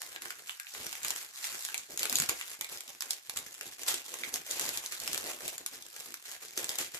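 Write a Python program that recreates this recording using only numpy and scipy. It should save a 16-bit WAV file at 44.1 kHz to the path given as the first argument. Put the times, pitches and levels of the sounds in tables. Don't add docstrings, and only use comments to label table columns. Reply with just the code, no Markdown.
import sys
import numpy as np
from scipy import signal
from scipy.fft import rfft, irfft, next_fast_len
from scipy.io import wavfile
from scipy.ndimage import uniform_filter1d

SR = 44100
rng = np.random.default_rng(int(sys.argv[2]) if len(sys.argv) > 2 else 0)


def waveform_to_disk(signal):
    frames = np.transpose(np.atleast_2d(signal))
    scaled = np.clip(frames, -1, 1) * 32767
    samples = np.round(scaled).astype(np.int16)
    wavfile.write(sys.argv[1], SR, samples)


N = 308345
TAPS = 2048
HOLLOW_HZ, CREASE_HZ = 800, 3500


def amp(db):
    return 10 ** (np.asarray(db) / 20)


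def rms(x):
    return np.sqrt(np.mean(x ** 2) + 1e-24)


def read(points, hz):
    f, value = np.transpose(points)
    return np.interp(np.log(hz + 1), np.log(f), value)


def add(mix, start_s, sound):
    part = mix[:, max(round(start_s * SR), 0):][:, :sound.shape[1]]
    part += sound[:, :part.shape[1]]


def colour(x, gain):
    hz = abs(np.fft.fftfreq(TAPS, 1 / SR))
    log_gain = np.log(gain(hz) + 1e-5)
    spectrum = np.exp(np.conj(signal.hilbert(log_gain)))
    response = np.fft.ifft(spectrum).real
    return signal.oaconvolve(x, response[None], axes=1)[:, :x.shape[1]]


def below(hz, edge_hz, order=6):
    return 1 / np.sqrt(1 + (hz / edge_hz) ** order)


def above(hz, edge_hz, order=6):
    return np.sqrt(1 - below(hz, edge_hz, order=order) ** 2)


def ports(left, other, lag_s, apart_hz=700):
    likeness = 0.31
    hz = np.fft.rfftfreq(len(left), 1 / SR)
    same = 1 - (1 - np.clip(likeness, 0, 1)) * above(hz, apart_hz, order=2)
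    mixed = same * rfft(left) + np.sqrt(1 - same ** 2) * rfft(other)
    right = np.exp(-2j * np.pi * hz * lag_s) * mixed
    return np.array([left, irfft(right, len(left))])


# freq_hz [Hz], density_db [dB per Hz]
FLOOR_SPECTRUM = [(30, -20), (120, 12), (400, -44)]
FLOOR_RMS_DB = -91


def floor():
    noise = colour(rng.standard_normal((2, N)), lambda hz: amp(read(FLOOR_SPECTRUM, hz)))
    return amp(FLOOR_RMS_DB) * noise / rms(noise)


# freq_hz [Hz], t60_s [s]
ROOM_DECAY = [(200, 0.19), (1500, 0.33), (6000, 0.16), (14000, 0.13)]


def room(x, first_s=0.0027, size=16384):
    taps_per_s = 3000
    t = np.arange(size) / SR
    struck = rng.random((2, size)) < taps_per_s / SR
    taps = rng.standard_normal((2, size)) * struck * (t > first_s)
    hz, age_s, z = signal.stft(taps, SR, nperseg=256)
    decay_db = -60 * age_s / read(ROOM_DECAY, hz)[:, None]
    tail = signal.istft(z * amp(decay_db), SR, nperseg=256)[1]
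    tail = tail / np.linalg.norm(tail, axis=1, keepdims=True)
    return signal.fftconvolve(x, tail, axes=1)[:, :N]


# start_s [s], gain_db [dB, before the envelope], pitch_hz [Hz]
SIDE_POPS = [(2.122, -35.5, 245), (2.156, -41, 179), (2.199, -33, 154), (2.222, -33.5, 220),
             (2.294, -38, 370), (2.294, -47, 117), (3.941, -34, 372), (6.578, -30.5, 394),
             (6.697, -38, 392), (6.803, -35, 400)]


def pops():
    rise_cycles, fade_cycles = .4, 1.3
    out, t = np.zeros((2, N)), np.arange(2 * TAPS) / SR
    for start_s, gain_db, pitch_hz in SIDE_POPS:
        turns = pitch_hz * t
        envelope = np.exp(-turns / fade_cycles) * (1 - np.exp(-turns / rise_cycles))
        ring = amp(gain_db) * envelope * np.sin(2 * np.pi * turns)
        add(out, start_s, np.array([ring, ring]))
    return out


# freq_hz [Hz], density_db [dB per Hz]
PAPER_COLOUR = [(30, -18), (70, -9.5), (130, -7), (230, -4), (380, 2), (560, 1), (950, 0), (1600, 4.5),
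                (3600, 10), (5400, 5.5), (7300, 7), (8700, 2), (11800, 3), (14500, -1)]


def crease(hz):
    return amp(read(PAPER_COLOUR, hz)) * above(hz, HOLLOW_HZ, order=8) * above(hz, CREASE_HZ)


def panel(hz):
    return amp(read(PAPER_COLOUR, hz)) * above(hz, HOLLOW_HZ, order=8) * below(hz, CREASE_HZ)


def hollow(hz):
    return amp(read(PAPER_COLOUR, hz)) * below(hz, HOLLOW_HZ)


FLIP_S, FLIP_DOUBLINGS_PER_OCTAVE = 0.00165, 0.1
RING_DB = -9.5
BOUNCE_DB, BOUNCE_S = -12, .006
SCATTER_DB, SCATTER_S = -10, .0025


def buckle(pitch_hz, lag_s=0.00016, lag_spread=0.28):
    t = np.arange(TAPS) / SR
    flip_s = FLIP_S * (CREASE_HZ / pitch_hz) ** FLIP_DOUBLINGS_PER_OCTAVE
    onset_s = np.array([[0], [BOUNCE_S * rng.uniform(.85, 1.15)]])
    age = np.maximum(t - onset_s, 0) / flip_s
    flip, bounce = age ** 2 * np.exp(-2 * age ** 2) * np.e
    scatter = np.exp(-t / SCATTER_S) * (1 - np.exp(-t / flip_s))
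    shape = flip + amp(BOUNCE_DB) * bounce + amp(SCATTER_DB) * scatter
    lag = lag_s * (1 + lag_spread * rng.standard_normal())
    crack = ports(*rng.standard_normal((2, TAPS)) * shape, lag)
    turns = pitch_hz * (t - np.array([[0], [lag]])) + rng.random()
    ring = np.sqrt(2) * shape * np.sin(2 * np.pi * turns)
    return crack + amp(RING_DB) * ring


def slide(lag_s=0.00016, soft_hz=13500, size=600):
    catch_db = 2.2
    length = next_fast_len(N)
    catch = uniform_filter1d(rng.standard_normal(length), size)
    left, other = rng.standard_normal((2, length)) * amp(catch_db * catch / rms(catch))
    hiss = ports(left, other, lag_s)[:, :N]
    return colour(hiss / rms(hiss), lambda hz: below(hz, soft_hz, order=4))


def crackle(effort_db, count=96):
    per_s = 240
    spread_db, largest = 4.2, 2.3
    crowd = amp(effort_db - np.median(effort_db))
    folds = [buckle(pitch_hz) for pitch_hz in np.geomspace(1400, 13000, count)]
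    size_db = spread_db * np.minimum(rng.exponential(1, N), largest)
    size = amp(size_db) * rng.choice([-1, 1], N) / np.sqrt(crowd)
    fold = (count * np.sqrt(rng.random(N))).astype(int)
    out = np.zeros((2, N))
    for at in np.flatnonzero(rng.random(N) < per_s * crowd / SR):
        add(out, at / SR, size[at] * folds[fold[at]])
    return out / rms(out)


# [dB: how far the whole bag gives, in full on the hollow, PANEL_DEPTH of it on the panels]
HAND_STROKES = [(0.0, 0.13, -47, -1.5), (0.114, 0.08, -54.5, 6), (0.208, 0.064, -45, 1.5),
                (0.371, 0.055, -50.5, -2.5), (0.452, 0.062, -46, -10.5), (0.655, 0.11, -45, -39),
                (0.728, 0.13, -42, 0.5), (0.857, 0.14, -45, -5), (1.015, 0.086, -38.5, -2),
                (1.147, 0.068, -39.5, -9), (1.318, 0.16, -43, -16.5), (1.422, 0.036, -37.5, -24),
                (1.463, 0.088, -40.5, -2), (1.553, 0.097, -41.5, -56), (1.65, 0.16, -46.5, -1.5),
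                (1.888, 0.034, -46, 8), (1.985, 0.02, -37.5, 0.5), (2.017, 0.023, -36.5, 1),
                (2.084, 0.15, -38, 1.5), (2.285, 0.014, -35, 7), (2.324, 0.11, -43.5, -9),
                (2.464, 0.072, -44.5, -8.5), (2.585, 0.037, -50.5, 8), (2.685, 0.06, -40, -1),
                (2.846, 0.074, -50.5, 3), (3.004, 0.13, -47.5, 0), (3.284, 0.025, -53.5, 9),
                (3.35, 0.028, -42.5, 1), (3.406, 0.12, -45.5, -1.5), (3.584, 0.11, -46, 0.5),
                (3.778, 0.051, -42.5, 2), (3.863, 0.032, -28.5, -7.5), (3.893, 0.064, -39, -1.5),
                (4.04, 0.12, -43.5, 0), (4.178, 0.11, -43, 2), (4.318, 0.051, -39, 3),
                (4.452, 0.14, -38.5, -2.5), (4.591, 0.053, -33.5, 1.5), (4.652, 0.13, -39.5, -1),
                (4.818, 0.051, -41.5, -2), (4.908, 0.019, -38, -3.5), (4.975, 0.23, -40, 3.5),
                (5.229, 0.083, -39, 3.5), (5.386, 0.13, -41.5, 3), (5.572, 0.058, -54, 8),
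                (5.713, 0.025, -45, -1), (5.753, 0.107, -52.5, 1.5), (5.934, 0.127, -46.5, -2),
                (6.061, 0.061, -47.5, 4), (6.245, 0.069, -44, -10), (6.306, 0.057, -54.5, 4),
                (6.401, 0.034, -41.5, -4.5), (6.497, 0.11, -50, 1.5), (6.562, 0.034, -36, -2),
                (6.614, 0.034, -45, 4.5), (6.677, 0.049, -41, 4), (6.777, 0.037, -34, -0.5),
                (6.928, 0.029, -42.5, -1.5)]
BUILD_SHARE, RELEASE_DB_PER_S = 0.39, 210
PANEL_DEPTH = 0.075
HOLDING_DB, HOLDING_DEPTH_DB = -52.5, -17


def handling():
    age_s, follows = np.arange(SR // 2) / SR, np.array([[0], [PANEL_DEPTH], [1]])
    power = amp(HOLDING_DB + follows * HOLDING_DEPTH_DB) ** 2 * np.ones(N)
    for start_s, length_s, level_db, depth_db in HAND_STROKES:
        build = np.minimum(age_s / (BUILD_SHARE * length_s), 1)
        release_db = RELEASE_DB_PER_S * np.maximum(age_s - length_s, 0)
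        add(power, start_s, build * amp(level_db + follows * depth_db - release_db) ** 2)
    return 10 * np.log10(power)


# [dB rms before capping, also largest boost]
SHAPE_SWING = [(150, 6), (1500, 2.5), (12000, 0.7)]


def reshape(x, size=5):
    bands_per_octave = 10
    hz, _, z = signal.stft(x, SR, nperseg=512)
    field = rng.standard_normal((64, z.shape[2]))
    field = uniform_filter1d(uniform_filter1d(field, size, axis=0), size, axis=1)
    band = (bands_per_octave * np.log2(1 + hz / HOLLOW_HZ)).astype(int)
    swing = np.minimum(field[band] / rms(field), 1)
    gain = amp(read(SHAPE_SWING, hz)[:, None] * swing)
    return signal.istft(z * gain, SR, nperseg=512)[1][:, :N]


def rustle(crease_db=0.0, panel_db=-4, hollow_db=-15):
    crackle_share = 1.2
    levels_db = handling()
    friction = slide() + crackle_share * crackle(levels_db[0])
    out = np.zeros((2, N))
    trims_db = crease_db, panel_db, hollow_db
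    for voice, trim_db, level_db in zip((crease, panel, hollow), trims_db, levels_db):
        part = colour(friction, voice)
        out += part / rms(part) * amp(trim_db + level_db)
    return reshape(out)


# [Hz, ringing facet]
CREASE_SNAPS = [(0.017, -33.5, -39, 5060), (0.1606, -55, -37, 1650), (0.22, -36.5, -39.5, 10200),
                (0.2554, -46, -38, 6300), (0.3044, -35, -34.5, 1440), (0.4943, -38.5, -31.5, 3000),
                (0.598, -34.5, -36.5, 1650), (0.6682, -50, -41, 2520), (0.7482, -39.5, -38, 6800),
                (0.8653, -33.0, -37.5, 5600), (0.9273, -33, -36, 7500), (0.9525, -38, -39, 5800),
                (1.031, -35, -49, 7650), (1.047, -27.5, -31, 6900), (1.0817, -29.5, -49, 7460),
                (1.1049, -25, -30, 7120), (1.1606, -33, -37.5, 7600), (1.4418, -33, -34.5, 7200),
                (1.6495, -29, -36.5, 10840), (1.6868, -39.5, -36.5, 1570), (1.743, -28, -29, 2320),
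                (1.778, -30.5, -46, 7340), (1.9745, -28.5, -38, 6800), (1.993, -27.5, -37, 11300),
                (2.0055, -45, -42, 7400), (2.0304, -23.5, -27.5, 3000), (2.0542, -27, -28, 4120),
                (2.0961, -26.5, -43, 5200), (2.1261, -25.5, -30.5, 12100), (2.155, -19.5, -39, 6900),
                (2.1684, -29, -41, 11700), (2.1852, -24, -30, 7840), (2.1996, -21.5, -30, 6940),
                (2.22, -26.5, -32.5, 7650), (2.2604, -36, -51, 7770), (2.2895, -27, -30.5, 2360),
                (2.2933, -22, -29.5, 7050), (2.4113, -35, -32.5, 7360), (2.61, -28, -32, 2350),
                (2.6442, -35, -37, 2320), (2.773, -39, -50.5, 5030), (2.806, -35, -41, 7450),
                (3.0064, -29.5, -40.5, 5260), (3.0213, -29.5, -34.5, 2540), (3.1066, -23.5, -36.5, 7600),
                (3.1319, -33, -42, 10600), (3.2958, -30, -36, 10870), (3.3677, -36, -39.5, 7440),
                (3.3716, -27.5, -35, 6870), (3.388, -35, -44, 9100), (3.61, -34.5, -35, 2700),
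                (3.8329, -34.0, -41, 6130), (3.881, -25, -34, 2440), (3.885, -25, -38, 7950),
                (3.9422, -27, -49, 8150), (4.1402, -33, -37, 7130), (4.2348, -51, -30.5, 2220),
                (4.242, -37, -42, 2350), (4.34, -26, -42, 6290), (4.358, -29, -35, 5500),
                (4.51, -28, -57, 7060), (4.5954, -26, -33, 7500), (4.611, -31.5, -44, 6500),
                (4.6622, -33, -41, 7000), (4.69, -28, -37, 11300), (4.7733, -28.5, -44, 12050),
                (4.8606, -31.5, -47, 6150), (4.9222, -34, -39.5, 7000), (5, -33, -46, 6960),
                (5.0353, -37, -51, 5500), (5.076, -27, -31, 5200), (5.1307, -28, -39, 8600),
                (5.145, -29, -30, 7500), (5.1766, -28.5, -39, 11500), (5.4787, -29, -38, 7250),
                (5.58, -33.5, -41.5, 6900), (5.6618, -27.5, -36.5, 10000), (5.8234, -41.5, -63, 11400),
                (6, -39.5, -56.5, 12860), (6.141, -34, -40, 11600), (6.3145, -37, -43.5, 6760),
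                (6.5756, -27, -33, 6200), (6.6431, -29.5, -38, 7900), (6.6916, -26.5, -36, 5120),
                (6.7152, -38, -39, 7400), (6.755, -33, -41.5, 3750), (6.7856, -27, -36, 7260),
                (6.9452, -36.5, -39, 7200)]
SNAP_S = .004


def snaps(crease_db=1, panel_db=1):
    out = np.zeros((2, N))
    for start_s, crease_level_db, panel_level_db, pitch_hz in CREASE_SNAPS:
        fold = buckle(pitch_hz)
        for voice, db in (crease, crease_level_db + crease_db), (panel, panel_level_db + panel_db):
            part = colour(fold, voice)
            add(out, start_s, amp(db) * part / rms(part) * np.sqrt(SNAP_S * SR / TAPS))
    return out


def scene(snap_room_db=-6, rustle_room_db=-8):
    left_db = -0.8
    loud, fine = snaps() + pops(), rustle()
    wet = room(amp(snap_room_db) * loud + amp(rustle_room_db) * fine)
    balance = np.array([[amp(left_db)], [1]])
    return (loud + fine + wet) * balance + floor()


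EDGE_HZ = 14750


def record(dry):
    lowpass = signal.firwin(511, EDGE_HZ, window=("kaiser", 8), fs=SR)
    return signal.oaconvolve(dry, lowpass[None], "same", axes=1)


dry = scene()
out = record(dry)
waveform_to_disk(out)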